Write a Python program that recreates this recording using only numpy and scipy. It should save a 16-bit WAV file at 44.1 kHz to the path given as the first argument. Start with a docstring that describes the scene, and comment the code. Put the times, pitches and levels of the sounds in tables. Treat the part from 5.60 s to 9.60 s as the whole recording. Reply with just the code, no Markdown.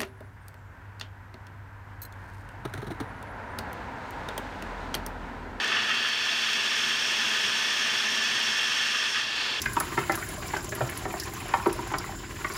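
"""A high-pressure water jet roars inside a drain pipe, close to a clear plastic tee in a basement.
Its turbulence rings the pipe; it splutters while muddy water backs up and hisses brighter as the tee
drains. Drops tick on the wall, return water churns below and a pump hums underneath.
Near the end the microphone moves aside and the sound turns softer and duller."""
import sys
import numpy as np
from scipy import signal
from scipy.fft import rfft, irfft
from scipy.io import wavfile

SR = 44100
rng = np.random.default_rng(int(sys.argv[2]) if len(sys.argv) > 2 else 0)


def master(y):
    """Save y as 16-bit WAV."""
    cut = np.clip(np.atleast_2d(y).T, -1, 1)
    pcm = np.round(cut * 32767)  # scale
    wavfile.write(sys.argv[1], SR, pcm.astype(np.int16))


N = 176400
T, HZ = np.arange(N) / SR, np.fft.rfftfreq(N, 1 / SR)

# fader ride of the jet (t/s, level/dB)
JET_RIDE = [(0, -1), (.25, -1.5), (.55, -1), (.75, 0), (2.9, 0.14), (3.47, -0.7), (3.52, -3), (3.6, -1),
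            (3.65, -4), (3.7, -4.5), (3.81, -1.5), (4, -3.5)]
# resonances of pipe and tee (f/Hz, width/Hz, relative level/dB)
PIPE_MODES = [(892, 60, -12), (1026, 50, -10.5), (1227, 136, -7), (1431, 45, -6), (1528, 51, -4),
              (1662, 114, -3), (1748.5, 87, -3), (1858, 139, -3.5), (2210, 124, -5), (2576, 220, -2),
              (2742, 82, .5), (2910, 190, -5), (3163, 168, -0.2), (3330, 125, -2.5), (3452, 90, 0.5),
              (3840, 300, -10.5), (4513, 360, -8.5)]
# ride of the pipe's mids as water backs up (t/s, level/dB)
BACKUP_RIDE = [(0, 3), (.3, 2), (.55, -0.74), (3.55, 1.13), (4, -3)]
# EQ of the jet's broad rush (f/Hz, relative level/dB)
RUSH_EQ = [(300, -31), (700, -17), (1100, -11), (1700, -2), (3300, -1), (4200, -3), (6000, -8.5),
           (8000, -21.5), (16000, -46)]
# ride of the spray's fizz and tiny drops (t/s, level/dB)
SPRAY_RIDE = [(0, -7), (.2, -6.5), (.35, -3), (.55, -3.5), (.7, -1.5), (1.7, 1), (3.3, -0.5), (3.61, -4),
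              (3.66, -7), (3.82, -5), (4, -7)]
# resonances of the plastic shell (f/Hz, width/Hz, relative level/dB)
SHELL_MODES = [(5274, 310, 2), (5540, 220, 2.5), (6125, 460, -3), (6680, 410, -9), (7330, 180, -13.5),
               (8360, 870, -15), (9000, 300, -19.5), (9750, 470, -22)]
# ride of the shell's ring, damped while the tee is flooded (t/s, level/dB)
SHELL_RIDE = [(0, -5.5), (.5, -5), (.7, -2), (1.4, 0), (3.05, 0.5), (3.4, 0.2), (3.61, -0.5), (3.67, -8),
              (3.82, -6), (4, -9)]
# EQ of the finest mist (f/Hz, relative level/dB)
FIZZ_EQ = [(1500, -19), (4000, 7), (7000, 0), (9000, -3.5), (10500, -11), (11700, -6), (14000, -7.5),
           (15700, -14)]
# ride of the churning return water (t/s, level/dB)
CHURN_RIDE = [(0, 4), (.2, 4), (.3, 1), (.55, -1), (1.3, -1), (1.42, 1), (2.5, 0), (3.2, -1), (3.68, -2.5),
              (3.85, 1.5)]
# EQ of that churn (f/Hz, relative level/dB)
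CHURN_EQ = [(25, -43), (42, -29), (80, -19), (170, -8), (290, 0.5), (450, 1), (540, -1), (900, 1.5),
            (1300, 0), (2500, -15.5), (8000, -45)]
# the pump's low hum (f/Hz, width/Hz, level/dB)
HUM_TONES = [(59.8, 0.8, -76.5), (70, 7.1, -70), (109.7, 6.8, -65), (135, 12, -63)]
# the motor's drone above it (f/Hz, width/Hz, level/dB before the ride)
MOTOR_TONES = [(224.6, 18, -54), (241.7, 8, -61.5), (411.4, 31, -58), (654, 10, -59.5)]
# ride of that drone (t/s, level/dB)
MOTOR_RIDE = [(0, 0.5), (.35, 2), (.55, -3), (1, 1.5), (1.45, 0), (1.8, 3.5), (2.15, -0.5), (2.5, 4),
              (3, 0.5), (3.4, -1.5), (4, -8.5)]
# two rumbles, a faint hum, a gurgle and a thin high ring (t/s, length/s, f/Hz, width/Hz, level/dB)
PASSING_RINGS = [(.05, 0.35, 121, 29, -55.5), (3.55, 0.42, 68, 19, -63), (0, .34, 655, 10, -50),
                 (0.697, 0.062, 670, 24, -47), (0.16, .85, 4470, 90, -44)]
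# single drops flung at the wall (t/s, level/dB)
TICK_CUES = [(0.045, -36), (.077, -38), (.486, -39), (.931, -33), (1.206, -38)]
# EQ of a drop striking plastic (f/Hz, relative level/dB)
TICK_EQ = [(1000, -47), (4000, -7), (6000, 9), (9000, -0.5), (10500, -11), (14000, -9), (16000, -11)]
# slugs of water hit by the jet (t/s, length/s, level/dB)
SLUG_CUES = [(0.115, .022, -23.5), (0.139, 0.08, -27.5), (0.284, 0.043, -26.5), (0.437, 0.048, -31),
             (1.194, 0.022, -36), (1.723, 0.041, -32.5), (3.538, 0.06, -29)]
# EQ of a bursting slug, on top of the pipe's resonances (f/Hz, relative level/dB)
SLUG_EQ = [(300, -3), (1000, -4), (1270, 10), (1700, 4.5), (2000, 7), (2400, 0), (2800, 4.5), (5000, -14.5)]
# EQ of the plainer, duller hiss off to the side (f/Hz, relative level/dB)
ASIDE_EQ = [(2000, -29), (3600, 3), (4600, 7), (5000, -3), (5800, -18), (6900, -8), (12000, -42)]

# layer trims, ahead of the rides
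PIPE_DB, RUSH_DB, SHELL_DB, FIZZ_DB, DROPS_DB = -28, -37.5, -36.5, -46, -51.5
CHURN_DB, ASIDE_DB = -44, -36
SPRAY_DROPS_PER_S, SLUG_DROPS_PER_S, TICK_S = 1500, 6000, .004
ROOM_DB, ROOM_T60_S = -6.5, .11
MOVE_START_S, MOVE_LENGTH_S = 3.57, .12
HIGH_CUT_HZ = 15680


def amp(db):
    """Decibels to gain."""
    return 10 ** (np.asarray(db) / 20)


def unit(x):
    """Scales to rms 1."""
    return x / np.sqrt(np.mean(x ** 2) + 1e-20)


def ride(points):
    """Gain over time from (t/s, level/dB) points."""
    return amp(np.interp(T, *np.transpose(points)))


def eq(points):
    """Gain over frequency from (f/Hz, level/dB) points."""
    hz, db = np.transpose(points)
    return amp(np.interp(np.log(HZ + 1), np.log(hz), db))


def peak(hz, width):
    """Response of a steep-sided resonance."""
    return 1 / (1 + 1j * (HZ - hz) / (width * np.pi / 4)) ** 2


def body(modes):
    """Gain over frequency of a set of resonances, summed in power."""
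    return np.sqrt(sum(abs(amp(db) * peak(hz, width)) ** 2 for hz, width, db in modes))


def noise(response):
    """Turbulence through a filter, rms 1."""
    return unit(irfft(rfft(rng.standard_normal(N)) * response, N))


def tone(hz, width, db):
    """A wavering tone: narrow noise, softly limited to steady its level."""
    band = signal.hilbert(noise(peak(hz, width)))
    return amp(db) * unit(band.real / (abs(band) + 1))


def flutter(db, top_hz):
    """Random gain wobble, db rms deep, rolling off above top_hz."""
    return amp(db * noise(HZ / (HZ + 9) / (1 + (HZ / top_hz) ** 2)))


def throb(db, hz, width):
    """Uneven tremolo around one rate, db rms deep."""
    return amp(db * noise(peak(hz, width)))


def swell(start, length):
    """An arch that rises a little faster than it falls."""
    return np.sin(np.pi * np.clip((T - start) / length, 0, 1) ** .78)


def wander(ring):
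    """Lets a resonance drift up and down as the water sloshes."""
    shift_hz = 6.99 * noise(peak(hz=2.99, width=2.99))
    return (signal.hilbert(ring) * np.exp(2j * np.pi * np.cumsum(shift_hz) / SR)).real


def patter(per_s, response, spread_db):
    """Random drop impacts, a few of them large, each ringing a filter; rms 1."""
    sizes = amp(spread_db * np.minimum(rng.exponential(1, N), 5)) * rng.choice([-1, 1], N)
    hits = sizes * (rng.random(N) < per_s / SR)
    # minimum phase keeps the attacks crisp
    cepstrum = irfft(np.log(response + 1e-5), N)
    cepstrum[1:N // 2] *= 2
    cepstrum[N // 2 + 1:] = 0
    return unit(irfft(rfft(hits) * np.exp(rfft(cepstrum)), N))


def jet():
    """Turbulence rings the pipe: lows follow the churn, mids throb and grow as water backs up."""
    rings = [(hz, amp(db) * np.sqrt(width) * wander(noise(peak(hz, width))))
             for hz, width, db in PIPE_MODES]
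    low_gain = ride(CHURN_RIDE) ** .5
    mid_gain = throb(db=.78, hz=36, width=18) * ride(BACKUP_RIDE)
    pipe = sum(ring * (low_gain if hz < 1100 else mid_gain if hz < 2000 else 1) for hz, ring in rings)
    rush = amp(RUSH_DB) * noise(eq(RUSH_EQ))
    whistle = tone(hz=1748, width=34, db=-39.5) * mid_gain  # sits on one of the pipe's resonances
    return (amp(PIPE_DB) * unit(pipe) + whistle + rush) * ride(JET_RIDE) * flutter(db=.58, top_hz=35)


def spray():
    """Mist rings the plastic shell, with fine fizz and tiny drops on top."""
    shell = amp(SHELL_DB) * noise(body(SHELL_MODES)) * ride(SHELL_RIDE)
    drops = amp(DROPS_DB) * patter(SPRAY_DROPS_PER_S, eq(TICK_EQ), spread_db=3.6)
    fizz = amp(FIZZ_DB) * noise(eq(FIZZ_EQ))
    return (shell + (fizz + drops) * ride(SPRAY_RIDE)) * flutter(db=.73, top_hz=35)


def return_water():
    """Lumpy low churn of water falling into the drain."""
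    return amp(CHURN_DB) * noise(eq(CHURN_EQ)) * ride(CHURN_RIDE) * flutter(db=1.15, top_hz=25)


def pump():
    """A swaying low hum under a rough motor drone that throbs, swells and sinks."""
    hum = sum(tone(*row) for row in HUM_TONES) * flutter(db=2, top_hz=5.5)
    drone_gain = ride(MOTOR_RIDE) * throb(db=1.8, hz=9.1, width=9.1)
    return hum + drone_gain * sum(tone(*row) for row in MOTOR_TONES)


def passing_rings():
    """Resonances that come and go as the tee floods and drains, and a rumble near the end."""
    return sum(swell(start, length) * tone(hz, width, db)
               for start, length, hz, width, db in PASSING_RINGS)


def ticks():
    """Large drops snap on the wall, each a tiny bright burst."""
    envelope = sum(amp(db) * swell(start, TICK_S) for start, db in TICK_CUES)
    return envelope * noise(eq(TICK_EQ))


def splutters():
    """Each slug of water bursts into drops that knock on the pipe's resonances."""
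    knocks = patter(SLUG_DROPS_PER_S, body(PIPE_MODES) * eq(SLUG_EQ), spread_db=1.8)
    envelope = sum(amp(db) * swell(start, length) for start, length, db in SLUG_CUES)
    return envelope * knocks


def basement(x):
    """Adds a short diffuse tail from the walls."""
    t = T[:SR // 2]
    tail = rng.standard_normal(len(t)) * amp(-60 * t / ROOM_T60_S) * (t > .006)  # 6 ms pre-delay
    return x + amp(ROOM_DB) * signal.fftconvolve(x, tail / np.linalg.norm(tail))[:N]


def side_hiss():
    """The jet's plainer hiss fades in as the microphone moves off to the side."""
    fade_in = np.clip((T - MOVE_START_S) / MOVE_LENGTH_S, 0, 1)
    return amp(ASIDE_DB) * fade_in * ride(JET_RIDE) * noise(eq(ASIDE_EQ))


def scene():
    """Mono mix: a dry bed of water and pump, with room on the splutters and ticks only."""
    bed = jet() + spray() + return_water() + passing_rings() + pump()
    hits = basement(splutters() + ticks())
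    return (bed + hits + side_hiss())[None]


def record(dry):
    """A steep high cut on the master."""
    high_cut = signal.firwin(801, HIGH_CUT_HZ, window=("kaiser", 9), fs=SR)
    return signal.oaconvolve(dry, high_cut[None], "same")


dry = scene()
out = record(dry)
master(out)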